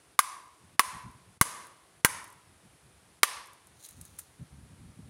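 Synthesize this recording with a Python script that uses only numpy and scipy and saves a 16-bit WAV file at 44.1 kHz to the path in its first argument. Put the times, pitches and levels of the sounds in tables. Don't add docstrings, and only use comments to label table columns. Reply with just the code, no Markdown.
import sys
import numpy as np
from scipy import signal
from scipy.fft import rfft, irfft
from scipy.io import wavfile
from scipy.ndimage import uniform_filter1d

SR = 44100
rng = np.random.default_rng(int(sys.argv[2]) if len(sys.argv) > 2 else 0)


def digitize_waveform(pressure):
    field = np.atleast_2d(pressure).T
    bounded = np.clip(field, -1, 1)
    quanta = np.round(bounded * 32767).astype(np.int16)
    wavfile.write(sys.argv[1], SR, quanta)


N = 224499
TIME = np.arange(N) / SR
IMPACT_TIME = TIME[:6000]

# time_s, level_db
WIND_LEVEL = [(0.0, -67.5), (0.55, -67.5), (1.0, -55), (1.7, -75), (2.15, -61.5), (2.8, -62.5), (3.25, -66),
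              (4.2, -65), (4.65, -54), (5.09, -54.5)]
# centre_s, level_db, half_width_s
BUFFETS = [(0.952, -49.5, 0.025), (1.059, -44, 0.017), (3.995, -51, 0.035), (4.422, -44, 0.025),
           (4.738, -47.5, 0.0093), (4.997, -43.5, .012)]
# frequency_hz, density_db
WIND_SPECTRUM = [(15, -48.5), (25, -29.5), (72, 3), (151, 0.5), (267, -9), (419, -25.5), (479, -30.5),
                 (600, -27.5), (780, -62.5), (1320, -120)]
HUSH_SPECTRUM = [(180, -26.5), (300, 0.5), (584, -4.5), (678, -3.5), (1340, -5.5), (1810, -7.5), (2360, -9),
                 (5700, -14), (7320, -14.5), (9880, -7.5), (12100, -21.5), (15200, -28.5), (16000, -38)]

# start_s, clank_db, nominal_pitch_hz, nominal_t60_s, crunch_db, grit_db, steel_db,
# thud_db, thud_pitch_hz (low in soft ground), thud_t60_cycles
CHOPS = [(0.1905, 6.5, 1103, 0.025, -9.5, -11, -4.5, -14, 630, 5.2),
         (0.7937, 5.5, 1052, 0.026, -1, -8.5, -2, -9.5, 280, 3.1),
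         (1.412, 5.5, 1105, 0.025, -1, -10, 2, 6, 109.6, 1.82),
         (2.0471, 4.5, 1059, 0.011, -2.5, -11, -2.5, 2, 129.8, 1.4),
         (3.2316, 0.5, 1103, 0.037, -3.5, -4, -3.5, -15, 430, 7)]
# start_s, clank_db, nominal_pitch_hz, grit_db
REBOUNDS = [(0.193, -12.5, 1026, -17.5), (0.7985, -17.5, 993, -15), (0.8016, -6.5, 1040, -29.5),
            (1.4171, -8.5, 1040, -6.5), (2.055, -13, 948, -11.5), (3.2385, -17, 1120, -16)]
REFERENCE_HZ, REFERENCE_T60_S = 1118.4, 0.042
# base_frequency_hz, level_db, base_t60_s
BURIED_MODES = [(1001.7, -14, .045), (1172, 0, 0.03), (1268, -15, 0.049), (1592, -16.5, .04),
                (2220, -21, .035)]
HEAD_MODES = [(2940, -14.5, .08), (3448, -11.5, .035), (4500, -13, 0.028), (6185, -23, .04),
              (6030, -7.5, 0.045), (6560, -5, .036), (7390, -12.5, 0.086), (9140, -3.5, 0.059),
              (9250, -13, 0.043), (10200, -14, 0.1), (10540, -8.5, 0.045), (10700, -7, 0.057),
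              (12600, -18.5, 0.087), (12560, -9, .04), (13400, -24, .08)]
# frequency_hz, density_db
CRUNCH_SPECTRUM = [(200, -24.5), (450, -12.5), (750, -13), (1000, -1.5), (1600, -0.5), (2150, -1),
                   (2600, -12.5), (5000, -28.5)]
GRIT_SPECTRUM = [(1200, -11.5), (2600, 5.5), (4000, 1), (5500, 1), (7500, -12), (10000, -14),
                 (15000, -16.5)]
EDGE_SPECTRUM = [(4000, -11.5), (7500, -9), (9200, -4.5), (10800, -0.5), (11800, -9.5), (13400, -10.5),
                 (16000, -12)]

# frequency_hz, gain_db
ECHO_SPECTRUM = [(60, -23), (250, -12.5), (550, -2), (800, -1), (1030, 0.5), (1160, -6), (1400, -6),
                 (2000, -3.5), (5000, -1), (10000, 2), (13400, -2.5), (15000, -8)]
# frequency_hz, t60_s
ECHO_T60 = [(200, 0.74), (500, .66), (1000, 0.68), (2000, 0.57), (6000, 0.5), (10000, 0.37), (15000, 0.24)]

# start_s, peak_db
LARGE_CRUMBS = [(1.6686, -40), (2.2415, -36), (3.67, -42), (3.8622, -35), (3.8883, -33.5), (3.909, -38),
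                (4.0122, -30.5), (4.0515, -35.5)]
# frequency_hz, density_db
CRUMB_SPECTRUM = [(600, -24.5), (1500, -8.5), (4000, -14), (6500, -3), (10000, 5.5), (13500, -3),
                  (16000, -16)]
CLOD_SPECTRUM = [(900, -10), (1500, -3), (4000, -13.5), (7000, -1.5), (10000, 7), (13500, 0), (16000, -14)]

# firmest_s, level_db
STROKES = [(3.845, -48), (4.059, -61), (4.2, -59)]
# frequency_hz, density_db
SCRAPE_SPECTRUM = [(1500, -18), (3200, -14), (3950, -3), (5200, -14), (6200, -1), (6750, 0), (7800, -13),
                   (9000, 0), (10000, -8), (11300, -4), (12500, -13), (15500, -14)]


def from_db(db):
    return 10 ** (np.asarray(db) / 20)


def unit_rms(x):
    return x / np.sqrt(np.mean(x ** 2) + 1e-20)


def at_hz(points, hz):
    table = np.array(points)
    return np.interp(np.log(hz + 1), np.log(table[:, 0]), table[:, 1])


def coloured(x, spectrum):
    hz = np.fft.rfftfreq(len(x), 1 / SR)
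    ends = np.minimum(1, hz / spectrum[0][0]) * np.minimum(1, spectrum[-1][0] / (hz + 1))
    return unit_rms(irfft(rfft(x) * from_db(at_hz(spectrum, hz)) * ends ** 2, len(x)))


def drift(rate_hz):
    steps = rng.standard_normal(N // 20)
    return unit_rms(np.interp(TIME * rate_hz, np.arange(len(steps)), steps))


def uneven_gains(scale_db, size):
    return from_db(scale_db * np.minimum(rng.exponential(1, size), 4))


def decay(t, t60):
    return from_db(-60 * t / t60)


def add(track, start_s, sound):
    start = int(start_s * SR)
    track[start:start + len(sound)] += sound[:N - start]


def wind(swing_db=4.5, hush_db=-63):
    mean_db = np.interp(TIME, *np.transpose(WIND_LEVEL))
    breeze = from_db(mean_db) * unit_rms(from_db(swing_db * drift(rate_hz=32)))
    buffets = sum(from_db(db) * np.exp(-((TIME - s) / width_s) ** 2) for s, db, width_s in BUFFETS)
    rumble = np.hypot(breeze, buffets) * coloured(rng.standard_normal(N), WIND_SPECTRUM)
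    return rumble + from_db(hush_db) * coloured(rng.standard_normal(N), HUSH_SPECTRUM)


def metal_ring(modes, tuning, damping, contact_s):
    hz, db, t60 = np.transpose(modes)[:, :, None]
    polarity = (-1) ** np.arange(len(hz))[:, None]
    strength = polarity * from_db(db + rng.normal(0, 1, hz.shape))
    waves = strength * decay(IMPACT_TIME * damping, t60) * np.sin(2 * np.pi * hz * tuning * IMPACT_TIME)
    onset = np.minimum(IMPACT_TIME / contact_s, 1)
    radiation = signal.butter(2, hz.min() / 2, "high", fs=SR, output="sos")
    return signal.sosfilt(radiation, waves.sum(axis=0) * onset)


def fracture(spectrum, rise_s, crumble_db, crumble_t60_s):
    progress = IMPACT_TIME / rise_s
    pulse = progress * np.exp((1 - progress ** 2) / 2)
    crumbling = from_db(crumble_db) * np.minimum(progress, 1) * decay(IMPACT_TIME, crumble_t60_s)
    envelope = pulse + crumbling
    burst = rfft(envelope * rng.standard_normal(len(IMPACT_TIME)))
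    whitened = irfft(burst / np.sqrt(uniform_filter1d(np.abs(burst) ** 2, size=70)))
    window = np.minimum(2 * progress, 1) * (IMPACT_TIME < IMPACT_TIME[-1] / 2)
    return unit_rms(coloured(whitened, spectrum) * window) * np.sqrt(np.mean(envelope ** 2))


def ground_thud(pitch_hz, t60_cycles, rise_cycles=0.14):
    cycles = pitch_hz * IMPACT_TIME
    return np.cos(2 * np.pi * cycles) * decay(cycles, t60_cycles) * np.minimum(cycles / rise_cycles, 1)


def chops():
    out = np.zeros(N)
    for start_s, clank_db, hz, t60, crunch_db, grit_db, steel_db, thud_db, thud_hz, cycles in CHOPS:
        clank = metal_ring(BURIED_MODES, hz / REFERENCE_HZ, REFERENCE_T60_S / t60, contact_s=0.0018)
        crunch = fracture(CRUNCH_SPECTRUM, rise_s=0.0013, crumble_db=-13, crumble_t60_s=0.058)
        grit = fracture(GRIT_SPECTRUM, rise_s=0.0012, crumble_db=-15.5, crumble_t60_s=0.075)
        tuning = rng.normal(1, 0.015)
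        head = metal_ring(HEAD_MODES, tuning, damping=0.97, contact_s=0.0013)
        edge = fracture(EDGE_SPECTRUM, rise_s=0.001, crumble_db=-12, crumble_t60_s=0.048)
        add(out, start_s, from_db(clank_db) * clank)
        add(out, start_s, from_db(crunch_db) * crunch + from_db(grit_db) * grit)
        add(out, start_s, from_db(steel_db) * (edge + from_db(-9.5) * head))
        add(out, start_s, from_db(thud_db) * ground_thud(thud_hz, cycles))
    for start_s, clank_db, hz, grit_db in REBOUNDS:
        clank = metal_ring(BURIED_MODES, hz / REFERENCE_HZ, damping=1, contact_s=0.0005)
        edge = fracture(EDGE_SPECTRUM, rise_s=0.0005, crumble_db=-12.5, crumble_t60_s=0.035)
        add(out, start_s, from_db(clank_db) * clank + from_db(grit_db) * edge)
    return out


def tree_scatter(x, gain_db=-50, litter_db=-4, trunk_delay_s=0.038):
    t, hz = TIME[:SR], np.fft.rfftfreq(SR, 1 / SR)
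    reflections = rng.standard_normal(SR) * uneven_gains(scale_db=0.94, size=SR)
    spectrum = rfft(coloured(reflections, ECHO_SPECTRUM))
    octaves_hz = np.geomspace(125, 16000, 8)
    response = 0
    for centre_hz, weights in zip(octaves_hz, np.eye(len(octaves_hz))):
        band = irfft(spectrum * at_hz(np.c_[octaves_hz, weights], hz), SR)
        response = response + band * decay(t, at_hz(ECHO_T60, centre_hz))
    arrival = np.where(t < trunk_delay_s, from_db(litter_db), 1)
    return from_db(gain_db) * signal.fftconvolve(x, response * arrival)[:N]


def forest_echo(small_sounds, stands=4):
    return sum(tree_scatter(chops() + small_sounds) for _ in range(stands)) / np.sqrt(stands)


def crumbs(per_chop=3, loosening_db=3.5, crest_db=13):
    landings = list(LARGE_CRUMBS)
    for index, (chop_s, *_) in enumerate(CHOPS):
        for _ in range(per_chop):
            flight_s = abs(rng.normal(0.26, 0.045))
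            peak_db = rng.normal(-56, 1.5) + loosening_db * index
            landings.append((chop_s + flight_s, peak_db))
    out = np.zeros(N)
    for start_s, peak_db in landings:
        tick = fracture(CRUMB_SPECTRUM, rise_s=0.001, crumble_db=-1.5, crumble_t60_s=0.035)
        add(out, start_s, from_db(peak_db - crest_db) * tick)
    return out


def blade_scrape(slips_per_s=6000, rise_db_per_s=300, ease_db_per_s=240, trickle_db_per_s=75):
    slipping = rng.random(N) < slips_per_s * from_db(3 * drift(rate_hz=150)) / SR
    grains = rng.standard_normal(N) * slipping * uneven_gains(scale_db=3.2, size=N)
    envelope = np.zeros(N)
    for firmest_s, level_db in STROKES:
        before_s, after_s = np.maximum(firmest_s - TIME, 0), np.maximum(TIME - firmest_s, 0)
        trickle_db = -9.5 - trickle_db_per_s * after_s
        fall_db = np.maximum(-ease_db_per_s * after_s, trickle_db)
        envelope += from_db(level_db - rise_db_per_s * before_s + fall_db)
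    return envelope * coloured(grains, SCRAPE_SPECTRUM)


def clod():
    out = np.zeros(N)
    for start_s, level_db in [(4.187, -41), (4.1909, -42.5)]:
        crush = fracture(CLOD_SPECTRUM, rise_s=0.0016, crumble_db=0, crumble_t60_s=0.066)
        add(out, start_s, from_db(level_db) * crush)
    return out


def scene():
    small_sounds = crumbs() + clod() + blade_scrape()
    return (chops() + small_sounds + forest_echo(small_sounds) + wind())[None]


def limiter(x, threshold_db, release_db_per_s, ahead_s):
    level_db = 10 * np.log10(np.maximum(uniform_filter1d(x ** 2, size=220), 1e-12))
    over_db = np.maximum(level_db - threshold_db, 0)
    held_db = np.maximum.accumulate(over_db + release_db_per_s * TIME) - release_db_per_s * TIME
    early_db = np.maximum(held_db, np.interp(TIME + ahead_s, TIME, held_db))
    return x * from_db(-uniform_filter1d(early_db, size=600))


def record(dry):
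    limited = limiter(dry[0], threshold_db=-10, release_db_per_s=56.5, ahead_s=0.032)
    ceiling = 0.72
    rounded = ceiling * np.tanh(limited / ceiling)
    low_pass = signal.cheby1(12, 0.3, 16000, fs=SR, output="sos")
    return signal.sosfilt(low_pass, rounded)[None]


dry = scene()
out = record(dry)
digitize_waveform(out)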